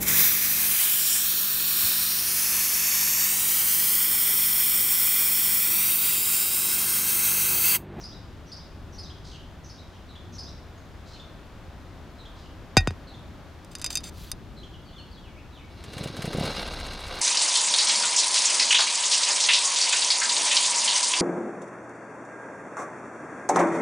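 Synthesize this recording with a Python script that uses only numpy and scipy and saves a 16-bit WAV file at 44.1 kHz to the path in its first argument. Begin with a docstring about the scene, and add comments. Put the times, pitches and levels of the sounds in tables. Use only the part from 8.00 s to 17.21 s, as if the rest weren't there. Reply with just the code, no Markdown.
"""Toy tractor and trailer

Sparrows chirp between far walls over a distant town: gliding tones with echoes, over filtered noise.
Close to a phone, a steel drawbar drops on sand and is wiggled onto its pin: decaying tones and noise.
Then a small geared motor jerks the load free and drives off: noise bursts, a hum and low wheel knocks.
"""
import sys
import numpy as np
from scipy import signal
from scipy.fft import rfft, irfft, next_fast_len
from scipy.io import wavfile
from scipy.ndimage import uniform_filter1d

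SR = 44100
rng = np.random.default_rng(int(sys.argv[2]) if len(sys.argv) > 2 else 0)


def generate_wav(signal):
    """Clip the signal to [-1, 1] and save it as 16-bit WAV at the path in sys.argv[1]."""
    frames = np.transpose(np.atleast_2d(signal))
    scaled = np.clip(frames, -1, 1) * 32767
    pcm = np.round(scaled).astype(np.int16)
    wavfile.write(sys.argv[1], SR, pcm)


N = 406161  # length [samples]

# Town noise colour: (frequency [Hz], relative level [dB])
TOWN = [(12, -37.5), (20, -4), (83, 2.5), (130, -7), (168, -5), (193, -9.5), (301, -10.5), (472, -19.5),
        (590, -17), (1480, -21), (3530, -32), (6540, -41.5), (8410, -48), (14700, -52), (16000, -59)]
# How wide the town sounds: (frequency [Hz], side minus middle level [dB])
TOWN_SIDE = [(40, -13), (1500, -11), (8000, -5), (15000, -1.5)]
# Swelling town hiss, as wide as the rest of the town, level set on its middle part: (time [s], level [dB])
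HISS = [(0, -53), (1.8, -54), (3, -52.5), (5.3, -52), (6.8, -55), (7.9, -54), (8.4, -78), (9.21, -60.5)]
RUMBLE_DB, TREBLE_DB = -44.5, -43  # the rumble drifts around its level
TOWN_LEFT_DB = 1.6  # left above right

# Notes of each bird call: (offset [s], length [s], start [Hz], middle [Hz], end [Hz], level [dB],
# roughness [0-1], share of the accent [0-1])
HIGH_CALL = [(-.058, 0.067, 5970, 5830, 5990, -53.5, 0.43, 0), (0, .03, 4350, 5150, 4150, -41, .28, 1),
             (.05, .02, 5650, 5850, 5800, -52.5, .3, 1), (.082, 0.04, 3310, 3920, 3740, -54, 0.24, 0)]
PAIR_CALL = [(0, .042, 4190, 4070, 3470, -50, 0.25, 0), (.066, 0.0232, 3090, 3477, 3320, -47, .3, 1)]
HOARSE_CALL = [(0, .09, 4170, 4413, 3960, -62, 0.81, 0.85), (.073, .065, 3195, 2986, 2980, -53, 0.464, 0)]
# When each call is sung: (time [s], level change [dB], pitch ratio, accent [dB])
HIGH = [(.035, 4.5, .99, -3), (0.517, -3, 0.98, 4), (0.981, 1, 1.013, 1), (1.695, 1, 1.01, -7),
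        (2.382, 3.5, 1.01, -1.5)]
PAIRS = [(1.034, 0, 0.95, -0.36), (2.087, 0, 0.98, -0.64), (3.131, 1, 1.01, -0.76), (4.185, 0, 0.97, 1),
         (5.071, 0, 1.005, -1), (6.565, 0.74, 0.97, 1.7)]
HOARSE = [(1.24, 3.5, 1.04, 3), (1.853, -6.5, 1.01, -10), (3.057, -3, 1.01, 7), (4.355, -4, 0.98, 3.5)]
# Single whistled notes: (time [s], length [s], start [Hz], end [Hz], level [dB])
WHISTLES = [(0.501, .03, 3350, 3721, -58), (1.385, 0.027, 3300, 2900, -55), (1.943, .02, 5700, 5650, -63),
            (2.49, .01, 5640, 5500, -47), (2.778, .015, 6650, 6550, -60), (6.732, .028, 3400, 2750, -49),
            (6.85, 0.067, 4660, 3950, -58), (6.885, 0.02, 3200, 2700, -52),
            (6.917, 0.0356, 3250, 3750, -56), (6.959, 0.059, 3620, 2580, -49.5),
            (6.981, 0.034, 4350, 4280, -49.5), (7.112, 0.064, 4820, 3380, -55),
            (7.172, .03, 3380, 3320, -53), (7.238, .051, 3210, 2270, -53.5),
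            (7.279, 0.027, 2260, 2250, -56), (7.362, .055, 2196, 2995, -54), (7.52, .03, 3960, 3700, -58),
            (7.55, .062, 3710, 2230, -52), (7.61, .045, 2230, 2310, -57)]
WHISTLE_ROUGH, BIRD_OCTAVE_DB = 0.19, -23.5  # roughness 0-1; overtone an octave up, against the note
WALL_S, WALL_DB = .014, -5  # echo delay and level
YARD_T60_S, YARD_DB = 0.53, -5.5  # time for the yard tail to fade by 60 dB, and its level

# Tones of the drawbar before grip and tilt: (frequency [Hz], level [dB], 60 dB fade time [s])
BAR = [(758, -20, 0.093), (1486, -17.5, 0.069), (1876, -24, 0.26), (2440, -15.5, 0.088), (2650, -12, 0.098),
       (3690, -8.5, 0.088), (4590, -11.5, 0.068), (4720, -18.5, 0.071), (4928, -3.5, 0.071),
       (6020, -22, 0.082), (6195, -7.5, 0.052), (6830, -28, 0.089), (7340, -6, 0.028), (8220, -9, 0.018),
       (9200, -19.5, 0.067), (10470, -18.5, 0.029), (11200, -32.5, 0.038), (12700, -28.5, 0.032),
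       (14000, -20, 0.015)]
# The bar drops and bounces on the sand:
# (time [s], blow level [dB], crack against blow [dB], share of free ring time, thud level [dB])
DROPS = [(4.7688, -6.5, -13, 0.45, -8), (4.7744, -9, -20.5, 0.87, -50), (4.8066, -39, -3, .97, -35.5),
         (4.8735, -26, -28, 1, -17), (4.9072, -46, -4, .93, -32)]
# The bar taps its pin: (time [s], blow level [dB], crack against blow [dB], grip of the fingers [0-1])
TAPS = [(5.647, -50, 0.5, .9), (5.7166, -49, 5, .6), (5.752, -34.5, 7.5, 0.02), (5.7845, -45, -1, .7),
        (5.7952, -43, 5, .05), (5.8153, -34, 6, .6), (5.8215, -34.5, -1, 0.13), (5.8431, -22.5, 2.5, 0.17),
        (5.8619, -25, 2.5, .1), (5.904, -37.5, 14, .4), (5.914, -39, -1, .3), (5.928, -31, -13, .3),
        (5.954, -18, -8, 0.25), (5.9716, -21, -6, 0.24), (6.0048, -56, 17, .05), (6.0394, -35, -4, .15),
        (6.3158, -22, -6.5, .8)]
# The bar rubs on its pin: (time [s], length [s], level before the sag [dB])
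RUBS = [(5.709, 0.033, -51.5), (5.898, 0.0527, -38.5), (6.032, 0.07, -42.5)]
# Fingers slide off the bar: (start [s], end [s], swell time [s])
FINGERS = (6.11, 6.312, .07)
DROP_TILT_DB, TAP_TILT_DB = -4, 2.5  # brightness, dB per octave
GRIP_TILT_DB, GRIP_DAMPING = 12, 0.594  # at full grip: added dB per octave, lost share of ring time
DROP_CRACK_T60_S, TAP_CRACK_T60_S = 0.036, 0.025
MODE_SCATTER_DB = 2.  # random level spread of the tones
THUD_HZ, THUD_SPREAD, THUD_T60_S = 74, .84, .17  # final pitch, size of the glide [cycles], fade time
RUB_ATTACK_S, RUB_RELEASE_S = .006, 0.0072
RUB_SAG_DB_S, RUB_RING_DB_S = -120, 120  # dB per second; ringing grows against the fading rub
RUSTLE = .45  # gain of the broad skin-and-sand noise in a rub
FINGERS_DB, FINGERS_RING_DB = -53, -9  # sliding level; ringing against the skin noise

# Motor and load: (time [s], gear noise level [dB], rolling rumble level [dB])
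DRIVE = [(7.68, -61, -66), (7.904, -49, -50.5), (8.032, -42, -40), (8.122, -44.5, -46.5),
         (8.336, -39.5, -39), (8.442, -34, -33), (8.528, -35.5, -46.5), (8.88, -41, -52),
         (9.21, -38.5, -51)]
# Gear noise colour: (frequency [Hz], relative level [dB])
GEARS = [(88, -24), (150, -5), (352, -18), (643, -3), (1830, -15), (3220, -11.5), (3980, -6.5), (7130, -26),
         (10300, -28), (15500, -46.5)]
# Resonances of the plastic body: (frequency [Hz], rough width [Hz], level before width scaling [dB])
SHELL = [(552.6, 120, 8.5), (1610, 71, 9.5), (2050, 64, 2.5), (2287, 48, 10), (2848, 42, 14), (4180, 43, 7),
         (4274, 60, -6.5), (4840, 42, 5), (5440, 62, 4.5), (6310, 38, -1), (6530, 70, -0.5),
         (7670, 130, -39), (9000, 250, -26), (9900, 82, -13)]
# Motor shaft: (time [s], frequency [Hz], hum level [dB])
SHAFT = [(8.2, 29.6, -54.5), (8.346, 29.8, -44), (8.424, 31.28, -48), (8.508, 33.4, -43),
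         (8.66, 34.06, -43), (8.812, 31.6, -42), (8.872, 30.2, -41), (8.976, 29, -47), (9.21, 29.3, -47)]
# Gear teeth catch as the load is jerked free: (time [s], burst level before colouring [dB])
CATCHES = [(7.8374, -43), (7.931, -41.5), (7.9792, -37.5), (8.036, -35.5), (8.0715, -41.5), (8.1652, -38.5),
           (8.2197, -34.5), (8.253, -34.5), (8.329, -36.5), (8.3709, -39), (8.3953, -36), (8.434, -37),
           (8.452, -34), (8.5039, -42), (9.193, -40)]
# Wheels jerk in the sand: (time [s], level before the fade [dB])
JERKS = [(7.882, -28), (7.965, -23), (8.008, -18), (8.057, -17), (8.099, -22.5), (8.19, -18.5),
         (8.242, -16.5), (8.276, -15), (8.347, -14.5), (8.382, -13), (8.409, -12), (8.432, -27),
         (8.443, -18), (8.46, -26), (8.726, -30)]
# One gear squeak: (time [s], length [s], edge pitch [Hz], top pitch [Hz], peak level [dB])
SQUEAK = (8.553, .034, 4600, 5150, -37)
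CATCH_LOW_DB, CATCH_T60_S = 0, 0.077  # lower band against the burst; fade time
# Rolling, one tooth catches every turn of a slowing gear, with a lighter touch just ahead
TURN_START_S, TURN_S, TURN_SLOWING_S, TURN_COUNT = 8.561, .0557, .0025, 10  # slowing is added each turn
TURN_DB, TURN_LOW_DB, TURN_T60_S = -37.5, -4, 0.047
AHEAD_S, AHEAD_DB = .012, -6
RATTLE_PER_S, RATTLE_DB, RATTLE_SPREAD_DB = 220, -14.5, 2.5  # mean rate; levels against the gear noise
JERK_HZ, JERK_HZ_PER_DB = 144, 4  # pitch at -18 dB; a harder jerk sounds higher
TOP_HZ = 15900  # where the phone cuts the treble


def undb(db):
    """Turn decibels into gain."""
    return 10 ** (np.asarray(db) / 20)


def unit(x):
    """Scale to an average strength (rms) of 1."""
    return x / np.sqrt(np.mean(x ** 2))


def curve(table, column=1):
    """Draw straight lines between the rows of a table column, one value per sample."""
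    table = np.array(table)
    return np.interp(np.arange(N) / SR, table[:, 0], table[:, column])


def colour(x, points):
    """Shape how loud each frequency is by (frequency [Hz], level [dB]) points."""
    hz, db = np.transpose(points)
    size = next_fast_len(N)
    bin_hz = np.arange(size // 2 + 1) * SR / size
    gain = undb(np.interp(np.log(bin_hz + 1), np.log(hz), db))
    return irfft(rfft(x, size) * gain, size)[..., :N]


def ring(x, hz, t60):
    """Let x excite one resonance that fades by 60 dB in t60 seconds."""
    pole = np.exp(2j * np.pi * hz / SR - np.log(1000) / (t60 * SR))
    return signal.lfilter([1], [1, -pole], x).imag


def walk(rate):
    """Make a random wobble from values held 1 / rate seconds and smoothed; spread near 1."""
    hold = int(SR / rate)
    steps = np.repeat(rng.standard_normal(N // hold + 1), hold)
    return 1.285 * uniform_filter1d(steps, hold)[:N]


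def add(out, s, x):
    """Mix x into out from s seconds."""
    i = int(s * SR)
    out[i:i + len(x)] += x[:N - i]


def gate(start, end, rise, fall):
    """Open from 0 to 1 over rise seconds from start, and close over fall seconds before end."""
    t = np.arange(N) / SR
    return np.clip(np.minimum((t - start) / rise, (end - t) / fall), 0, 1)


def town():
    """Far rumble, a hiss that swells apart from it, and a faint steady treble, all cut from noise."""
    wide = unit(colour(rng.standard_normal((2, N)), TOWN))
    mid_side = np.array([wide[0], colour(wide[1], TOWN_SIDE)])
    rumble = colour(mid_side, [(20, -1), (400, 0.5), (700, -31.0)])
    hiss = colour(mid_side, [(300, -21.5), (500, -2.0), (2500, -5.5), (4500, -9)])
    treble = colour(mid_side, [(2000, -26.5), (3500, -3.5), (16000, -2.0)])
    mix = undb(RUMBLE_DB + 1.0 * walk(5.4)) * rumble
    mix += undb(TREBLE_DB) * treble
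    mix += undb(curve(HISS)) * hiss / np.std(hiss[0])
    mid, side = mix
    return np.array([mid + side, mid - side]) * undb([[TOWN_LEFT_DB / 2], [-TOWN_LEFT_DB / 2]])


def songs():
    """List every note as (time [s], length [s], start, middle, end [Hz], level [dB], roughness)."""
    notes = [(s, length, a, (a + c) / 2, c, db, WHISTLE_ROUGH) for s, length, a, c, db in WHISTLES]
    for call, rows in [(HIGH_CALL, HIGH), (PAIR_CALL, PAIRS), (HOARSE_CALL, HOARSE)]:
        for s, change_db, ratio, accent_db in rows:
            for at, length, a, b, c, db, rough, share in call:
                early = min(s + at, 0)  # trim a note that would begin before time 0
                level_db = db + change_db + share * accent_db
                notes.append((max(s + at, 0), length + early, a * ratio, b * ratio, c * ratio,
                              level_db, rough))
    return notes


def yard():
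    """Sound path of the yard: direct sound, one wall echo and a stereo tail of fading noise."""
    t = np.arange(SR) / SR
    fade = undb(-60 * t / YARD_T60_S) * np.minimum(t / .035, 1)
    tail = rng.standard_normal((2, len(t))) * fade
    mid, side = signal.lfilter(*signal.butter(2, 7000, fs=SR), tail)  # air and walls dull the tail
    mid, side = undb(YARD_DB) * np.array([mid, 0.47 * side]) / np.sqrt(np.sum(mid ** 2))
    mid[0], mid[int(WALL_S * SR)] = 1, undb(WALL_DB)
    return np.array([mid + side, mid - side])


def birds():
    """Sparrows sing gliding, nearly pure tones; rough notes shake in pitch and gain hoarse noise."""
    dry, shake, flutter = np.zeros(N), walk(700), walk(250)
    rasp_colour = [(2500, -18), (4000, 3.0), (6500, -4.5), (9500, -18), (12000, -28.5)]
    rasp = unit(colour(rng.standard_normal(N), rasp_colour))
    for s, length, a, b, c, db, rough in songs():
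        u = np.linspace(0, 1, int(length * SR))  # progress through the note
        i = int(s * SR)
        span = slice(i, i + len(u))
        # a smooth bend (parabola) through the three pitches
        hz = a * (1 - u) * (1 - 2 * u) + 4 * b * u * (1 - u) + c * u * (2 * u - 1)
        phase = np.cumsum(2 * np.pi / SR * hz * (1 + 0.1294 * rough * shake[span]))
        tone = np.sin(phase) + undb(BIRD_OCTAVE_DB) * np.sin(2 * phase)
        tone += 1.5 * rough ** 2 * rasp[span]
        swell = np.sin(np.pi * u ** .65) ** .6
        add(dry, s, undb(db + 2.0 * flutter[span]) * tone * swell)
    return signal.fftconvolve(dry[None], yard(), axes=1)[:, :N]


def blows():
    """Each drop or tap rings the steel bar's tones and adds a short noisy crack."""
    out, (hz, db, t60) = np.zeros(N), np.transpose(BAR)[:, :, None]
    t = np.arange(SR // 4) / SR
    hits = [(s, level_db, DROP_TILT_DB, crack_db, DROP_CRACK_T60_S, free)
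            for s, level_db, crack_db, free, _ in DROPS]
    # a tighter grip leaves brighter, shorter rings
    hits += [(s, level_db, TAP_TILT_DB + GRIP_TILT_DB * grip, crack_db, TAP_CRACK_T60_S,
              1 - GRIP_DAMPING * grip) for s, level_db, crack_db, grip in TAPS]
    chance = rng.standard_normal((len(hits), 2, len(BAR), 1))
    crack_band = signal.butter(3, [900, 9500], "band", fs=SR)
    cracks = signal.lfilter(*crack_band, rng.standard_normal((len(hits), len(t))))
    for hit, (scatter, start), crack in zip(hits, chance, cracks):
        s, level_db, tilt_db, crack_db, crack_s, free = hit
        fade_db = -60 * t / (t60 * np.clip(free, .2, 1.5))
        mode_db = db + tilt_db * np.log2(hz / 5000) + MODE_SCATTER_DB * scatter + fade_db
        modes = undb(mode_db) * np.sin(2 * np.pi * hz * t + 2 * start)
        clank = modes.sum(axis=0) + undb(crack_db) * crack * undb(-60 * t / crack_s)
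        add(out, s, undb(level_db) * clank * np.minimum(t / .0004, 1))
    return out


def thuds():
    """The ground spreads each drop in time, treble first and bass late: a tone that falls fast."""
    out, t = np.zeros(N), np.arange(SR // 4) / SR
    glide_hz = THUD_HZ + THUD_SPREAD / (t + .0002) * np.exp(-t / .03)
    fade = undb(-60 * t / THUD_T60_S) + .5 * undb(-60 * t / 0.01)
    thud = np.sin(np.cumsum(2 * np.pi / SR * glide_hz)) * fade
    thud -= 0.2 * np.sin(2 * np.pi * 42 * t) * undb(-60 * t / 0.59)  # the sand heaves slowly
    for s, *_, thud_db in DROPS:
        add(out, s, undb(thud_db) * thud)
    return out


def rubbing():
    """Tiny slips of the pin and fingers make gritty noise that also rings the bar's tones."""
    out = np.zeros(N)
    grit = rng.standard_normal(N) * undb(1.9 * walk(600))
    # the bar is held, so its tones fade in half the time
    ringing = unit(sum(undb(db + 6.5 * np.log2(hz / 5000)) * ring(grit, hz, t60 / 2)
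                       for hz, db, t60 in BAR))
    rustle = unit(colour(grit, [(1500, -21), (3500, 2.0), (7000, -21), (15000, -2)]))
    for s, length, level_db in RUBS:
        since = np.clip(np.arange(N) / SR - s, 0, length)
        touch = gate(s, s + length, RUB_ATTACK_S, RUB_RELEASE_S)
        touch = touch * undb(level_db + RUB_SAG_DB_S * since)
        out += touch * (RUSTLE * rustle + undb(-2 + RUB_RING_DB_S * since) * ringing)
    start, end, swell = FINGERS
    skin = unit(colour(grit, [(1500, -21), (3500, -3.0), (7000, -12), (15000, -13.5)]))
    skin = skin * undb(1.3 * walk(60))
    slide = gate(start, end, swell, .004) * undb(FINGERS_DB)
    return out + slide * (skin + undb(FINGERS_RING_DB) * ringing)


def drawbar():
    """The steel bar clanks, sends thuds through the sand and rubs on its pin."""
    return blows() + thuds() + rubbing()


def teeth(gear_db):
    """Noise bursts where gear teeth catch: under load, once a turn, and a random light rattle."""
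    t, turn = np.arange(SR // 16) / SR, np.arange(TURN_COUNT)
    turns = TURN_START_S + TURN_S * turn + TURN_SLOWING_S * turn * (turn - 1) / 2
    rows = [(s, db, CATCH_LOW_DB, CATCH_T60_S) for s, db in CATCHES]
    rows += [(s - ahead, TURN_DB + db, TURN_LOW_DB, TURN_T60_S)
             for s in turns for ahead, db in [(0, 0), (AHEAD_S, AHEAD_DB)]]
    high, low = np.zeros((2, N))
    for (s, db, low_db, t60), noise in zip(rows, rng.standard_normal((len(rows), len(t)))):
        burst = undb(db) * noise * np.minimum(t / 0.0022, 1) * undb(-60 * t / t60)
        add(high, s, burst)
        add(low, s, undb(low_db) * burst)
    # loose teeth tick at random moments
    tick_db = gear_db + RATTLE_DB + RATTLE_SPREAD_DB * rng.exponential(size=N)
    ticks = (rng.random(N) < RATTLE_PER_S / SR) * undb(tick_db)
    rattle = signal.fftconvolve(ticks, undb(-60 * t / 0.013))[:N] * rng.standard_normal(N)
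    bright = colour(high + rattle, [(4000, -6), (5500, 1.5), (10000, 0.5), (15000, -19)])
    return bright + colour(low + rattle, [(400, -9), (1200, 10.0), (4200, 4), (5500, -22)])


def motor():
    """Gear grit shakes the plastic body, with catching teeth and the rumble of rolling."""
    on = np.clip((np.arange(N) / SR - DRIVE[0][0]) / 0.022, 0, 1)
    grit = rng.standard_normal(N) * undb(2.0 * walk(300) + 1.0 * walk(60))
    shell = unit(sum(undb(db) * unit(ring(grit, hz, 2.59 / width)) * np.sqrt(width)
                     for hz, width, db in SHELL))
    gears = undb(curve(DRIVE)) * (unit(colour(grit, GEARS)) + undb(-6.5) * shell)
    # the same grit played backwards, so it does not move in step with the gears
    rolling = unit(colour(grit[::-1], [(100, -27.0), (200, 13), (600, 6.5), (1300, -41)]))
    rolling = undb(curve(DRIVE, column=2)) * rolling
    return on * (gears + rolling + teeth(curve(DRIVE)))


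def shaft():
    """The turning shaft hums at its turning rate and at twice that rate."""
    turn = np.cumsum(2 * np.pi / SR * curve(SHAFT))
    on = np.clip((np.arange(N) / SR - SHAFT[0][0]) / 0.16, 0, 1)
    tones = np.sin(turn) + undb(-2.5) * np.sin(2 * turn)
    return undb(curve(SHAFT, column=2)) * on * np.sqrt(2) * tones


def wheel_jerks():
    """Each jerk of the wheels in the sand is a short low knock with two overtones."""
    out, t = np.zeros(N), np.arange(SR // 16) / SR
    for s, db in JERKS:
        hz = JERK_HZ + JERK_HZ_PER_DB * (db + 18)
        body = np.sin(2 * np.pi * hz * t)
        body += 0.58 * np.sin(2 * np.pi * 2.96 * hz * t) * undb(-60 * t / 0.068)
        body += 0.515 * np.sin(2 * np.pi * 4.24 * hz * t) * undb(-60 * t / 0.052)
        add(out, s, undb(db) * body * np.minimum(t / 0.0028, 1) * undb(-60 * t / 0.037))
    return out


def squeak():
    """One gear squeak: a shaky tone that rises and falls in both pitch and level."""
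    out = np.zeros(N)
    s, length, edge_hz, top_hz, db = SQUEAK
    arch = np.sin(np.pi * np.linspace(0, 1, int(length * SR)))
    hz = (edge_hz + (top_hz - edge_hz) * arch) * (1 + 0.028 * walk(540)[:len(arch)])
    add(out, s, undb(db) * arch * np.sin(np.cumsum(2 * np.pi / SR * hz)))
    return out


def tractor():
    """The toy drives off with motor noise, shaft hum, wheel jerks and a squeak."""
    return motor() + shaft() + wheel_jerks() + squeak()


def scene():
    """The near toys sit in the centre; town and birds are wider."""
    return town() + birds() + drawbar() + tractor()


def record(dry):
    """The phone rounds the loudest peaks and cuts the top."""
    rounded = .85 * np.tanh(dry / .85)
    return signal.sosfilt(signal.ellip(12, .2, 100, TOP_HZ, fs=SR, output="sos"), rounded)


dry = scene()
out = record(dry)
generate_wav(out)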